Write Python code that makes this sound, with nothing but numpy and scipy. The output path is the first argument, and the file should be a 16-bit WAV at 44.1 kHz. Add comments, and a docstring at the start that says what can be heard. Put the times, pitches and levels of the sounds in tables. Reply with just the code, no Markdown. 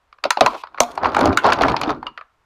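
"""Crumpling a stiff plastic bag

A bag with a hard disc inside is picked up and turned, close to a mono microphone in a small room.
Creases buckle in loud snaps, each ringing a panel of the sheet; taut panels pop hollowly.
Fingers knead it into a dense crumple, with low pushes of the hand. The sheet slides once with a
thin hiss and settles in tiny crackles. The loudest snaps overload the microphone."""
import sys
import numpy as np
from scipy import signal
from scipy.fft import rfft, irfft, next_fast_len
from scipy.io import wavfile

SR = 44100
rng = np.random.default_rng(int(sys.argv[2]) if len(sys.argv) > 2 else 0)


def file_out(sig):
    """Save sig as 16-bit WAV at sys.argv[1]."""
    # one column per channel
    cols = np.atleast_2d(sig).T
    # limit, then scale
    lim = np.clip(cols, -1, 1)
    pcm = np.round(lim * 32767).astype(np.int16)
    wavfile.write(sys.argv[1], SR, pcm)


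N = 108045

# buckling creases (time [s], panel level [dB], panel pitch [Hz], crack level [dB], fizz level [dB])
SNAPS = [(0.127, -41.5, 1210, -52.5, -85), (0.185, -47, 1170, -58.5, -91), (0.2389, -19, 1275, -19, -36),
         (0.2523, -17, 616, -27, -65), (0.3057, -11, 1324, -14.5, -18), (0.3716, -15, 768, -27.5, -74),
         (0.4085, -5.5, 659, -11, -25.5), (0.4125, -12, 612, -32.5, -47), (0.4617, -5, 1034, -17, -25.5),
         (0.636, -27, 1029, -40, -77), (0.671, -37, 1220, -50, -80),  (0.745, -32.5, 1093, -50, -85),
         (0.776, -32, 1320, -48, -84), (0.783, -27, 1170, -43, -86), (0.8034, -12, 1105, -12.5, -9),
         (0.833, -24, 876, -31, -32.5), (0.976, -17, 849, -33.5, -60), (1.0334, -13.5, 873, -39, -69),
         (1.0446, -17, 1092, -24.5, -66), (1.056, -11.5, 1067, -49, -66), (1.147, -15.5, 1140, -24.5, -40),
         (1.1662, -11, 949, -26.5, -34.5), (1.1906, -12.5, 630, -27.5, -36.5),
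         (1.209, -19, 650, -24, -33.5), (1.2561, -14.5, 670, -24, -29), (1.273, -16, 665, -31, -54),
         (1.3285, -26.5, 772, -30, -50.5), (1.3731, -7, 1407, -17, -22), (1.4432, -13.5, 861, -26, -52),
         (1.465, -19.5, 655, -28.5, -37), (1.488, -13, 890, -29.5, -68), (1.5224, -11, 1430, -18, -40),
         (1.532, -18, 652, -23, -30.5), (1.587, -23.5, 908, -33.5, -55), (1.6098, -12, 710, -23.5, -55),
         (1.619, -33, 820, -22.5, -33), (1.635, -10, 1266, -36, -64.5), (1.651, -13.5, 778, -49, -51.5),
         (1.683, -16, 1030, -23, -40), (1.7185, -31.5, 780, -31, -44.5), (1.741, -16, 923, -58.5, -74),
         (1.7648, -20, 942, -22, -44), (1.814, -19.5, 1060, -23.5, -33.5), (1.8335, -23.5, 790, -24, -53),
         (1.893, -18.5, 1000, -32, -59), (2.028, -26.5, 933, -49, -77.5), (2.0669, -28.5, 1225, -33.5, -55),
         (2.176, -27.5, 1350, -39.5, -79), (2.2111, -33, 1280, -50, -88.5)]
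# panel modes (pitch ratio, level [dB], t60 [s])
PANEL_MODES = [(0.502, -8.5, 0.013), (1, 5.5, 0.012), (1.33, -8.5, 0.016), (1.8, -9.5, .01)]
# uneven shaking of a panel (pitch ratio, level [dB])
FLUTTER_SPECTRUM = [(.25, -49), (.58, -5), (1, 5.5), (1.6, -5.5), (2.4, -17), (4.5, -53)]
# crack of a crease (frequency [Hz], level [dB])
CRACK_SPECTRUM = [(1000, -35.5), (2300, 5.5), (3300, -2), (4500, 0), (5300, -9), (6400, -21.5), (7800, -39),
                  (12000, -48.5)]
# fizz of a crease (frequency [Hz], level [dB])
FIZZ_SPECTRUM = [(3500, -28.5), (5500, 3.5), (6600, 7), (8000, -5), (9300, -4.5), (10500, -12),
                 (14000, -14)]
SNAP_ATTACK_S, FLUTTER_T60_S, CRACK_T60_S, FIZZ_T60_S = 0.00058, 0.027, 0.022, 0.014


def snaps():
    """Each crease flips at once with a crack and fizz; its panel rings and shakes briefly."""
    out, t = np.zeros(N + SR), np.arange(SR // 12) / SR
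    attack = 1 - np.exp(-t / SNAP_ATTACK_S)

    def unit_onset(x):  # rms 1 over the first 5 ms
        return x / np.sqrt(np.mean(x[:SR // 200] ** 2))

    def burst(spectrum, t60_s):
        return unit_onset(coloured(rng.standard_normal(len(t)) * fade(t, t60_s) * attack, spectrum))

    for start_s, panel_db, pitch_hz, crack_db, fizz_db in SNAPS:
        ring = np.zeros(len(t))
        for ratio, mode_db, t60_s in PANEL_MODES:
            gain = amp(mode_db + rng.normal(0, 4))
            mode_hz = pitch_hz * ratio * (1 + rng.normal(0, 0.029))
            ring += gain * fade(t, t60_s) * np.sin(2 * np.pi * mode_hz * t)
        highpass = signal.butter(2, pitch_hz / 2, "high", fs=SR, output="sos")
        ring = unit_onset(signal.sosfilt(highpass, ring * attack))
        flutter = burst([(ratio * pitch_hz, db) for ratio, db in FLUTTER_SPECTRUM], FLUTTER_T60_S)
        flutter_db = -1.5 + 0.14 * panel_db  # harder snaps shake more
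        panel = amp(panel_db) * (ring + amp(flutter_db) * flutter)
        crack = amp(crack_db) * burst(rippled(CRACK_SPECTRUM, ripple_db=2.5), CRACK_T60_S)
        fizz = amp(fizz_db) * burst(FIZZ_SPECTRUM, FIZZ_T60_S)
        out[round(start_s * SR):][:len(t)] += panel + crack + fizz
    return out[:N]


# taut panels (time [s], pitch [Hz], level [dB], t60 [s])
POPS = [(.3055, 1017, -7, .045), (.409, 447, -3, 0.024), (.4095, 3940, -22, .035), (.462, 1040, -11, .04),
        (.8035, 622, 7.5, .016), (.806, 723.4, -11.5, .15), (.806, 927, -19, .12), (.804, 245.6, -22, .16),
        (1.222, 238, -10, .04), (1.24, 300, -20, .04), (1.475, 640, -1.5, .025), (1.658, 600, -4, .03),
        (1.873, 292.8, -12.5, 0.16), (2.0675, 2840, -14, 0.025), (2.071, 960, -23.5, .05)]
POP_ATTACK_S, POP_WAVER_RATIO = 0.0011, 0.028


def pops():
    """A taut panel flips through and rings, its pitch wavering as it settles."""
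    out, t = np.zeros(N + SR), np.arange(SR // 5) / SR
    attack = 1 - np.exp(-t / POP_ATTACK_S)
    for start_s, pitch_hz, level_db, t60_s in POPS:
        waver = np.interp(t, np.linspace(0, t[-1], 20), rng.standard_normal(20))
        hz = pitch_hz * (1 + POP_WAVER_RATIO * waver)
        ring = np.sin(2 * np.pi * np.cumsum(hz) / SR)
        out[round(start_s * SR):][:len(t)] += amp(level_db) * ring * fade(t, t60_s) * attack
    return out[:N]


# hand squeezes (peak time [s], crumple level [dB], push level [dB], rise [s], fall [s])
SQUEEZES = [(0.256, -20, -38.5, 0.0075, 0.0073), (0.412, -19.5, -26, 0.0032, 0.047),
            (0.55, -29, -64.5, 0.026, 0.014), (0.901, -39.5, -49, 0.1, 0.17),
            (1.061, -18.5, -30, 0.032, 0.038), (1.194, -16.5, -26.5, 0.033, 0.067),
            (1.268, -22, -18, 0.043, 0.062), (1.453, -11, -27, 0.012, 0.038),
            (1.5, -21.5, -29, 0.012, 0.053), (1.644, -16.5, -17.5, 0.039, 0.027),
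            (1.704, -20, -20, 0.022, 0.03), (1.83, -26, -32.5, 0.045, 0.055),
            (1.907, -19, -26.5, 0.02, 0.017), (1.969, -55.5, -37.5, 0.044, 0.069),
            (2.066, -34, -44.5, 0.0073, 0.0059)]
# dull creases (frequency [Hz], level [dB])
CREASE_SPECTRUM = [(40, -29.5), (150, -23.5), (280, -4), (680, 4.5), (1050, 3), (1400, -1), (1800, -13.5),
                   (4300, -34.5), (12000, -83)]
# sharp creases (frequency [Hz], level [dB])
TICK_SPECTRUM = [(800, -25), (2300, 0), (4600, -2), (6400, -16), (8000, -29), (13500, -37)]
# low push on the bag (frequency [Hz], level [dB])
PUSH_SPECTRUM = [(20, -30.5), (45, -9), (80, -4.5), (200, -7.5), (290, 3), (420, -7.5), (800, -44),
                 (2000, -67.5)]
CREASE_DB, TICK_DB = 0.5, -18.5  # re crumple level


def crumple(t):
    """Each squeeze flips small creases, dull ones densely, sharp ones sparsely, and pushes the bag."""
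    effort, push = np.zeros(N), np.zeros(N)
    for peak_s, crumple_db, push_db, rise_s, fall_s in SQUEEZES:
        from_peak = np.maximum((peak_s - t) / rise_s, (t - peak_s) / fall_s)
        swell = np.exp(-from_peak ** 1.22)
        effort += amp(crumple_db) * swell
        push += amp(push_db) * swell
    dull = amp(CREASE_DB) * grains(CREASE_SPECTRUM, per_s=380, spread_db=2.2)
    first_s, last_s = SQUEEZES[0][0], SQUEEZES[-1][0]
    sharp = amp(TICK_DB) * crackles(TICK_SPECTRUM, first_s, last_s, per_s=160, spread_db=4.8)
    return effort * (dull + sharp) + push * noise(PUSH_SPECTRUM)


# sliding hiss (frequency [Hz], level [dB])
SLIDE_SPECTRUM = [(800, -40), (2500, 3.5), (4500, -4), (7000, -13), (10000, -19), (14000, -21.5)]
SLIDE_START_S, SLIDE_END_S, SLIDE_FADE_S, SLIDE_DB = 0.4, 0.616, 0.012, -48


def slide(t):
    """The sheet slides with a thin, grainy hiss."""
    inside_s = np.minimum(t - SLIDE_START_S, SLIDE_END_S - t)
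    gate = np.clip(inside_s / SLIDE_FADE_S + 1, 0, 1)
    return amp(SLIDE_DB) * gate * grains(SLIDE_SPECTRUM, per_s=4000, spread_db=7.8)


# settling crackles (frequency [Hz], level [dB])
SETTLE_SPECTRUM = [(1000, -17.5), (2200, 6.5), (5000, 0.5), (9000, -8), (14000, -16.5)]
SETTLE_DB = -53


def settle():
    """The bent sheet relaxes in tiny sharp crackles after a hard snap."""
    return amp(SETTLE_DB) * crackles(SETTLE_SPECTRUM, start_s=0.87, end_s=0.97, per_s=80, spread_db=4)


BEND_SCALE_S, BEND_ZERO_DELAY_HZ = 0.0013, 2450


def bending_waves(x):
    """Treble crosses the sheet faster than bass, so every click sweeps quickly downward."""
    size = next_fast_len(N + SR // 2)
    hz = np.fft.rfftfreq(size, 1 / SR)
    lag_cycles = BEND_SCALE_S * (2 * np.sqrt(BEND_ZERO_DELAY_HZ * hz) - hz)
    return irfft(rfft(x, size) * np.exp(-2j * np.pi * lag_cycles), size)[:N]


# room tail (frequency [Hz], t60 [s])
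ROOM_DECAY = [(150, 0.12), (1100, 0.44), (4000, .3), (12000, 0.35)]
# colour of the reflections (frequency [Hz], gain [dB])
ROOM_COLOUR = [(100, 5.5), (450, 1), (750, -3.5), (1180, 1.5), (1900, -4.5), (4300, -1.5), (5600, -8.5),
               (13000, -5.5)]
TAIL_DB, EARLY_DB = -17.5, -8.5  # before colouring
ROOM_ONSET_S, EARLY_T60_S = 0.011, 0.071


def room(x):
    """Near surfaces reflect first, then a short tail dies band by band; a new response each call."""
    hz, frame_s, bands = signal.stft(rng.standard_normal(SR // 2), SR, nperseg=256)
    t60_s = log_interp(ROOM_DECAY, hz)[:, None]
    tail = signal.istft(bands * fade(frame_s, t60_s), SR, nperseg=256)[1]
    t = np.arange(len(tail)) / SR
    early = rng.standard_normal(len(t)) * fade(t, EARLY_T60_S)
    onset = np.clip(2 * t / ROOM_ONSET_S - 1, 0, 1)
    parts = [(TAIL_DB, tail * onset), (EARLY_DB, early * onset)]
    response = sum(amp(db) * part / np.linalg.norm(part) for db, part in parts)
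    return signal.fftconvolve(x, coloured(response, ROOM_COLOUR))[:N]


def moving_reflections(x, t):
    """The reflections change as the bag moves: a crossfade through eight room responses."""
    centres_s, step_s = np.linspace(0, t[-1], 8, retstep=True)
    return sum(room(x * np.clip(1 - np.abs(t - s) / step_s, 0, 1)) for s in centres_s)


# quiet room (frequency [Hz], level [dB])
ROOM_TONE_SPECTRUM = [(25, -12), (60, -7.5), (200, -25), (1100, -16), (12000, -47)]
ROOM_TONE_DB = -66


def room_tone():
    """Faint, steady noise of the room."""
    return amp(ROOM_TONE_DB) * noise(ROOM_TONE_SPECTRUM)


def crackles(spectrum, start_s, end_s, per_s, spread_db):
    """Small flips at random times, each a burst with its own resonances; rms 1 while they last."""
    out, t = np.zeros(N + SR), np.arange(SR // 50) / SR
    for at_s in rng.uniform(start_s, end_s, int(per_s * (end_s - start_s))):
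        burst = rng.standard_normal(len(t)) * fade(t, t60_s=0.016)
        tick = unit_rms(coloured(burst, rippled(spectrum, ripple_db=5.5)))
        out[round(at_s * SR):][:len(t)] += amp(spread_db * rng.uniform(-1.5, 1)) * tick
    return unit_rms(out[:N]) * np.sqrt((end_s - start_s) * SR / N)


def grains(spectrum, per_s, spread_db):
    """Tiny clicks of uneven size and spacing, rms 1."""
    gap, size, sign = rng.random((N // 4, 3)).T
    at = (np.cumsum(2 * gap) * SR / per_s).astype(int)
    strength = np.sign(sign - 0.5) * amp(spread_db * np.sqrt(3) * (2 * size - 1))
    clicks = np.bincount(at[at < N], strength[at < N], N)
    return unit_rms(coloured(clicks, spectrum))


def rippled(spectrum, ripple_db):
    """A crease's own resonances: random peaks and dips on a spectrum."""
    hz = np.geomspace(spectrum[0][0], spectrum[-1][0], 28)
    return np.column_stack([hz, log_interp(spectrum, hz) + ripple_db * rng.standard_normal(len(hz))])


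def noise(spectrum):
    """Coloured noise, rms 1."""
    return unit_rms(coloured(rng.standard_normal(N), spectrum))


def coloured(x, spectrum):
    """Minimum-phase filter from (frequency [Hz], gain [dB]) points."""
    size = 2 * next_fast_len(len(x) // 2 + 2048)
    gain = amp(log_interp(spectrum, np.fft.rfftfreq(size, 1 / SR)))
    cepstrum = irfft(np.log(gain), size)
    cepstrum[1:size // 2] *= 2
    cepstrum[size // 2 + 1:] = 0
    return irfft(rfft(x, size) * np.exp(rfft(cepstrum)), size)[:len(x)]


def log_interp(points, hz):
    """Interpolate (frequency [Hz], value) points on a log axis."""
    points_hz, values = np.transpose(points)
    return np.interp(np.log(hz + 1), np.log(points_hz + 1), values)


def fade(t, t60_s):
    """Decay of 60 dB per t60_s."""
    return np.exp(-np.log(1000) * t / t60_s)


def amp(db):
    """Decibels to gain."""
    return 10 ** (np.asarray(db) / 20)


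def unit_rms(x):
    """Scale to rms 1."""
    return x / np.sqrt(np.mean(x ** 2) + 1e-20)


def scene():
    """Bag, reflections and room tone, alike on both channels."""
    t = np.arange(N) / SR
    rustle = crumple(t) + slide(t) + settle() + pops()
    direct = bending_waves(snaps() + rustle)
    into_room = bending_waves(snaps() + rustle)  # same snap times, new random detail
    mono = direct + moving_reflections(into_room, t) + room_tone()
    return np.array([mono, mono])


OVERLOAD_CEILING, LOWPASS_HZ = 0.98, 14500


def record(dry):
    """Microphone overload flattens the peaks; a steep low-pass limits the band."""
    clipped = dry / (1 + np.abs(dry / OVERLOAD_CEILING) ** 6) ** (1 / 6)
    size = next_fast_len(N + SR // 2)
    hz = np.fft.rfftfreq(size, 1 / SR)
    return irfft(rfft(clipped, size) / (1 + (hz / LOWPASS_HZ) ** 50), size)[:, :N]


dry = scene()
out = record(dry)
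file_out(out)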